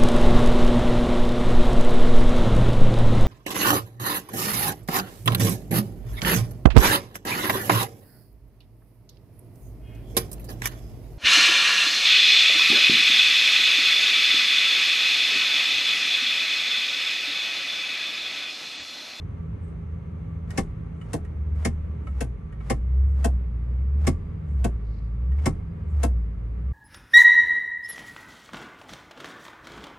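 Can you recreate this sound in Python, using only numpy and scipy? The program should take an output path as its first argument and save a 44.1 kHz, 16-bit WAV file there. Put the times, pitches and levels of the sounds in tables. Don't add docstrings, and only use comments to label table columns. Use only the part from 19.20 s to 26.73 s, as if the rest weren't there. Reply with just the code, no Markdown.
import sys
import numpy as np
from scipy import signal
from scipy.fft import rfft, irfft
from scipy.io import wavfile
from scipy.ndimage import uniform_filter1d

SR = 44100
rng = np.random.default_rng(int(sys.argv[2]) if len(sys.argv) > 2 else 0)


def generate_wav(sig):
    pcm = np.round(np.clip(np.atleast_2d(sig).T, -1, 1) * 32767).astype(np.int16)
    wavfile.write(sys.argv[1], SR, pcm)


N = 332073
T = np.arange(N) / SR
RING = T[:SR // 3]

# time in seconds, firing rate in Hz.
FIRING_RATE = [(0.0, 83.86), (0.25, 81.27), (1.89, 81.5), (2.2, 74.8), (2.73, 76.8), (2.87, 70.93),
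               (3.21, 52.37), (3.54, 57.2), (3.82, 67.64), (3.9, 69.4), (4.36, 57.63), (4.49, 60.36),
               (5.1, 84.1), (5.26, 77.4), (5.47, 58.08), (5.73, 52.66), (5.98, 56.87), (6.29, 79.1),
               (6.5, 84), (6.67, 79.75), (6.9, 62.7), (7.11, 53.4), (7.32, 55.34), (7.53, 66.99)]
# firing rate in Hz, level of its tone in dB before effort.
CAB_BOOM = [(52, -35.5), (57, -27.5), (61, -23.5), (65.5, -20.5), (70, -23), (76, -26.5), (81, -39),
            (85, -34)]
# time in seconds, change in dB.
EFFORT = [(0, -1), (2.3, .5), (3.1, -4.5), (3.8, 2), (4.2, 0.5), (5.4, 0), (6.1, 0.5), (6.8, 2.5),
          (7.4, -2)]
BOOM_LAG_S = 0.027
BOOM_WAVER_DB, BOOM_WAVER_RATE = 2, 9
# multiple of the firing rate, peak level in dB before it wavers.
ENGINE_ORDERS = [(.75, -45.5), (1.25, -43.5), (1.5, -53), (2, -41), (2.5, -57.5), (3, -61)]
# frequency in Hz, relative level in dB.
RUMBLE = [(15, -19), (28, -13), (42, -8), (56, 14), (85, 8), (115, 9.5), (140, -3),
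          (170, -1), (215, -9.5), (270, -22), (360, -63.5)]
# frequency in Hz, relative level in dB.
ENGINE_BAY = [(150, -29), (250, 1), (375, -9), (406, -1), (434, -6), (694, -19), (1160, -19), (1410, -23),
              (2160, -26), (5250, -50), (12000, -54), (15600, -84), (22000, -120)]
# frequency in Hz, width setting in Hz, dB before it throbs.
PANELS = [(159.9, 40, -44.5), (206.4, 35, -52), (433, 160, -71.5), (1165, 28, -66.5), (1319, 24, -71),
          (2149, 70, -74.5)]
HIGH_WHINE_HZ, HIGH_WHINE_DB, LOW_WHINE_HZ, LOW_WHINE_DB = 6180, -88, 4820, -87.5
WHINE_WIDTH_HZ = 110
WHINE_CHANGE_S = [3, 4]

# middle in seconds, length in seconds, frequency in Hz,
# width setting in Hz, level in dB.
HAND_RUSTLES = [(0.474, .2, 8300, 1500, -77.5), (5.753, 0.42, 4370, 1640, -74.5)]
SLIDE_LEAD_S, SLIDE_S, SLIDE_HZ, SLIDE_WIDTH_HZ, SLIDE_DB = 0.2, 0.16, 7700, 3800, -78

# time in seconds, then thud, knock, crack and snap levels in dB
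# before the shared offsets, then the most favoured frequency in Hz.
INTO_DRIVE = [(1.374, -20.5, -25.5, -26, -27.5, 781), (2.448, -21, -27.5, -25, -27, 457.3),
              (3.498, -21, -23.5, -26.5, -29.5, 785.5), (4.867, -16.5, -25, -26.5, -26.5, 289),
              (6.256, -17, -24, -26.5, -27, 350)]
# time in seconds, then thud, knock, crack and snap levels in dB
# before the shared offsets, then the most favoured frequency in Hz.
INTO_NEUTRAL = [(1.931, -26.5, -28.5, -39.5, -36.5, 454), (3.005, -28.5, -31, -35.5, -37, 478),
                (4.042, -24, -24.5, -34, -32.5, 700), (5.441, -22.5, -27, -37, -37, 298.6),
                (6.83, -25, -23.5, -34.5, -32.5, 690)]
# frequency in Hz,
# relative level in dB, time to fall 60 dB in seconds; later steps scale the time and vary the rest.
DRIVE_MODES = [(237.0, 0.0, 0.123), (275, -4.5, 0.12), (361.0, -5.3, 0.116), (458, -9.1, 0.111),
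               (528.0, -8.1, 0.109), (668.0, -10.0, 0.105), (781.0, -9.9, 0.103), (910.0, -19.9, 0.101),
               (1055.0, -16.8, 0.098), (1130.0, -13.6, 0.097), (1330.0, -21.5, 0.095), (1760, -18.6, 0.091),
               (1868.0, -18.4, 0.09), (2105, -16.6, 0.089), (2169.0, -15.7, 0.088), (2315.0, -26.1, 0.087),
               (2622.0, -25.1, 0.086), (2880.0, -27.8, 0.085), (3133.0, -30.9, 0.084),
               (4247.0, -33.7, 0.08), (4996.0, -27.5, 0.078), (5308.0, -27.8, 0.077),
               (5593.0, -23.6, 0.077), (6659.0, -27.9, 0.075), (8113.0, -25.4, 0.072),
               (8457.0, -28.9, 0.072), (9485.0, -32.9, 0.071), (9997.0, -29.5, 0.07),
               (10632.0, -30.2, 0.07)]
# frequency in Hz, relative level in dB,
# time to fall 60 dB in seconds; later steps scale the time and vary the rest.
NEUTRAL_MODES = [(237.0, 0.0, 0.123), (301, -4.8, 0.119), (447, -6.6, 0.112), (484.0, -4.9, 0.111),
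                 (684.0, -4.7, 0.105), (807, -13.0, 0.102), (872.0, -15.0, 0.101), (937.0, -16.4, 0.1),
                 (1055.0, -12.1, 0.098), (1120.0, -15.3, 0.097), (1324.0, -17.4, 0.095),
                 (1529.0, -19.0, 0.093), (1873, -22.0, 0.09), (2169, -25.3, 0.088), (2611.0, -22.8, 0.086),
                 (2729.0, -23.8, 0.085), (3122.0, -27.2, 0.084), (3370.0, -29.4, 0.083),
                 (6072.0, -30.6, 0.076), (6627.0, -28.2, 0.075), (7682.0, -27.3, 0.073),
                 (8737.0, -25.6, 0.072), (9254.0, -26.5, 0.071), (9938.0, -26.1, 0.07),
                 (10557.0, -26.4, 0.07)]
# frequency in Hz, relative level in dB.
DRIVE_TRIM = [(65, -17), (110, 8.5), (286, -3), (910, -16.5), (1130, -14), (1380, -22.5), (2100, -21),
              (3970, -40), (8310, -35), (12900, -46.5), (16700, -83), (22000, -120)]
# frequency in Hz, relative level in dB.
NEUTRAL_TRIM = [(65, -42), (110, -7.5), (386, -21), (716, -10), (1110, -31.5), (1410, -33.5), (1590, -18),
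                (3970, -39), (8820, -35), (12900, -43), (16700, -88), (22000, -120)]
# frequency in Hz, relative level in dB.
SCRAPE = [(200, 1.5), (600, 20.5), (2200, 6.5), (3800, -2.5), (8800, -7), (11000, -12)]
FOCUS_WIDTH_HZ = 75

# time in seconds, hollow level in dB, body level in dB,
# treble level in dB, most favoured frequency in Hz.
TICKS = [(1.304, -55.5, -49.5, -53.5, 1870), (1.8114, -61, -55.5, -72, 2950), (2.0475, -64, -60, -71, 1870),
         (2.3564, -63, -64, -76, 2230), (2.8679, -48, -53.5, -69, 2230), (3.3226, -64, -61, -75.5, 1870),
         (3.4028, -56.5, -59.5, -92, 2230), (6.116, -65, -61, -75, 1870), (6.1843, -62, -58, -84, 2230)]
# frequency in Hz, relative level in dB,
# time to fall 60 dB in seconds; later steps vary the frequency and level.
PLAY_MODES = [(720, -7, .08), (1060, -9, .07), (1300, 0, .1), (1870, -3, .09), (2230, -3, .08),
              (2950, -7, .08), (5010, -20, .04), (5870, -21, .04), (8600, -19, .04)]
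# frequency in Hz, relative level in dB.
TICK_TRIM = [(600, 21), (2300, -10), (4000, -14), (8500, -11.5), (12000, -16)]

TOP_HZ = 13100


def undb(db):
    return 10 ** (np.asarray(db) / 20)


def level(x, db):
    return x * undb(db) / np.sqrt(np.mean(x ** 2))


def shaped(x, gain):
    size = x.shape[-1]
    spectrum = rfft(x, 2 * size)
    hz = np.fft.rfftfreq(2 * size, 1 / SR) + 1e-3
    return irfft(spectrum * gain(hz))[..., :size]


def colour(points):
    hz, db = np.transpose(points)
    return lambda f: undb(np.interp(np.log(f), np.log(hz), db))


def resonance(hz, width):
    return lambda f: 1 / (1 + 1j * (f / hz - hz / f) * hz / width)


def register(lo_hz, hi_hz):
    return lambda f: 1 / np.sqrt((1 + (lo_hz / f) ** 12) * (1 + (f / hi_hz) ** 12))


def noise(size, spread):
    mid, side = rng.standard_normal((2, size))
    return np.array([mid + spread * side, mid - spread * side])


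def walk(rate):
    hold = int(SR / rate)
    steps = np.repeat(rng.standard_normal(N // hold + 1), hold)
    drift = uniform_filter1d(uniform_filter1d(steps, hold), hold)[:N]
    return drift / drift.std()


def pan(db):
    return undb(np.array([[db], [-db]]) / 2)


def add(out, s, x):
    i = int(s * SR)
    out[:, i:i + x.shape[-1]] += x[..., :N - i]


def boom(hz):
    heard_hz = np.interp(T - BOOM_LAG_S, T, hz)
    effort_db = np.interp(T, *np.transpose(EFFORT))
    waver_db = BOOM_WAVER_DB * walk(BOOM_WAVER_RATE)
    return colour(CAB_BOOM)(heard_hz) * undb(effort_db + waver_db)


def whine(hz, db):
    return level(shaped(noise(N, 0.62), lambda f: resonance(hz, WHINE_WIDTH_HZ)(f) ** 2), db)


def engine():
    hz = np.interp(T, *np.transpose(FIRING_RATE))
    phase = 2 * np.pi * np.cumsum(hz) / SR
    speed = np.log2(hz / hz.mean())

    hum = np.sqrt(2) * boom(hz) * np.sin(phase)
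    for order, db in ENGINE_ORDERS:
        strength = undb(db + 2 * walk(10) + 2 * speed)
        hum = hum + strength * np.sin(order * phase + rng.uniform(0, 2 * np.pi))

    rumble = level(shaped(noise(N, 0.09), colour(RUMBLE)), -36)

    bay_gain = lambda f: colour(ENGINE_BAY)(f) * register(260, 12000)(f)
    bay = level(shaped(noise(N, 0.87), bay_gain), -49.5)
    for centre, width, db in PANELS:
        air = noise(N, min(centre / 900, 0.8))
        bay = bay + level(shaped(air, lambda f: resonance(centre, width)(f) ** 2), db)
    throb = 1 + 0.079 * np.sin(phase)
    bay = bay * undb(2.5 * speed + 0.41 * walk(22)) * throb

    change = np.interp(T, WHINE_CHANGE_S, [0, 1])
    high_whine = (1 - 0.58 * change) * whine(HIGH_WHINE_HZ, HIGH_WHINE_DB)
    low_whine = change * whine(LOW_WHINE_HZ, LOW_WHINE_DB)
    return hum + rumble * pan(-1.5) + bay + high_whine + low_whine


def swish(length, hz, width, db):
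    size = int(length * SR)
    grit = noise(size, 0.89) * undb(2.5 * walk(120)[:size])
    band = shaped(grit, lambda f: resonance(hz, width)(f) ** 2)
    return level(band * np.hanning(size), db)


def rubs():
    out = np.zeros((2, N))
    for s, length, hz, width, db in HAND_RUSTLES:
        add(out, s - length / 2, swish(length, hz, width, db))
    for s, *_ in INTO_NEUTRAL:
        add(out, s - SLIDE_LEAD_S, swish(SLIDE_S, SLIDE_HZ, SLIDE_WIDTH_HZ, SLIDE_DB))
    return out


def scrape(db):
    size = int(0.1 * SR)
    grit_db = np.linspace(-16, 0, size) + 1.8 * walk(250)[:size]
    return level(shaped(noise(size, 0.6) * undb(grit_db), colour(SCRAPE)), db)


def favour(modes, focus_hz, boost_db):
    struck = []
    for hz, db, decay in modes:
        nearness = np.exp(-((hz - focus_hz) / FOCUS_WIDTH_HZ) ** 2)
        struck.append((hz, db + boost_db * nearness, decay))
    return struck


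def swell(rise, t60):
    return (1 - np.exp(-(RING / rise) ** 2)) * np.exp(-np.log(1000) * RING / t60)


def burst(x, db):
    return x * undb(db) / np.sqrt(np.mean(x[:, :SR // 25] ** 2))


def clack(modes, trim, band, rise, t60, ring, trim_db, spread, tail_db):
    tones = 0
    for hz, db, decay in modes:
        detune, size, apart = rng.standard_normal(3)
        offset = spread * np.sign(apart) * np.array([[1], [-1]])
        phase = rng.uniform(0, 2 * np.pi) + offset
        wave = np.sin(2 * np.pi * hz * (1 + 0.002 * detune) * RING + phase)
        tones = tones + undb(db + size) * band(hz) * wave * swell(rise, decay * ring)

    grains = rng.standard_normal(len(RING) // 32 + 1)
    chatter = undb(2.5 * np.repeat(grains, 32)[:len(RING)])
    fade = swell(rise, t60) + undb(tail_db) * swell(0.015, 0.36)
    rattle = shaped(noise(len(RING), spread) * chatter * fade, lambda f: colour(trim)(f) * band(f))
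    return burst(tones, 0) + burst(rattle, trim_db)


def shifts(table, modes, trim, thud_db, knock_db, crack_db, snap_db,
           metal_db, metal_ring, scrape_db, shake_db):
    out = np.zeros((2, N))
    for s, thud, knock, crack, snap, focus_hz in table:
        struck = favour(modes, focus_hz, boost_db=4.5)
        low = clack(struck, trim, register(120, 388), rise=0.011, t60=0.16, ring=0.71,
                    trim_db=0, spread=0.36, tail_db=-25.5)
        middle = clack(struck, trim, register(450, 1400), rise=0.009, t60=0.1, ring=0.9,
                       trim_db=-6, spread=0.65, tail_db=-30)
        upper = clack(struck, trim, register(1400, 3500), rise=0.005, t60=0.075, ring=1,
                      trim_db=-4, spread=0.45, tail_db=-38)
        high = clack(struck, trim, register(3500, 20000), rise=0.0041, t60=0.086, ring=metal_ring,
                     trim_db=metal_db, spread=0.78, tail_db=-36)

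        slide = scrape(snap + scrape_db)
        add(out, s + 0.003 - slide.shape[-1] / SR, slide)
        add(out, s - 0.001, burst(upper, crack + crack_db) * pan(1.9))
        add(out, s - 0.001, burst(high, snap + snap_db) * pan(0.3))
        add(out, s + 0.00049, burst(middle, knock + knock_db) * pan(4.3))
        add(out, s + 0.00415, burst(low, thud + thud_db) * pan(-0.49))
        shake = np.sin(2 * np.pi * 33 * RING) * swell(0.031, 0.75)
        add(out, s, undb(thud + shake_db) * shake)
    return out


def ticks():
    out = np.zeros((2, N))
    for s, hollow_db, body_db, treble_db, focus_hz in TICKS:
        struck = favour(PLAY_MODES, focus_hz, boost_db=8)
        hollow = clack(struck, TICK_TRIM, register(550, 1500), rise=0.004, t60=0.06, ring=1,
                       trim_db=-6, spread=0.6, tail_db=-30)
        body = clack(struck, TICK_TRIM, register(1500, 3500), rise=0.003, t60=0.07, ring=1,
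                     trim_db=-3, spread=0.6, tail_db=-30)
        treble = clack(struck, TICK_TRIM, register(3700, 11700), rise=0.0017, t60=0.085, ring=1,
                       trim_db=11.5, spread=1, tail_db=-31)
        add(out, s, burst(hollow, hollow_db) + burst(body, body_db) + burst(treble, treble_db))
    return out


def scene():
    drive = shifts(INTO_DRIVE, DRIVE_MODES, DRIVE_TRIM, thud_db=-4, knock_db=-4, crack_db=-8.5,
                   snap_db=-8.5, metal_db=4.5, metal_ring=1.05, scrape_db=-24.5, shake_db=-7.5)
    neutral = shifts(INTO_NEUTRAL, NEUTRAL_MODES, NEUTRAL_TRIM, thud_db=-2.5, knock_db=-3.5, crack_db=-5,
                     snap_db=-5, metal_db=10, metal_ring=1, scrape_db=-20, shake_db=-9.5)
    return engine() + rubs() + drive + neutral + ticks()


def record(dry):
    faded = dry * np.minimum((T[-1] - T) / 0.01, 1)
    soft = signal.sosfilt(signal.butter(5, 12000, fs=SR, output="sos"), faded)
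    return signal.sosfilt(signal.ellip(8, 0.2, 70, TOP_HZ, fs=SR, output="sos"), soft)


dry = scene()
out = record(dry)
generate_wav(out)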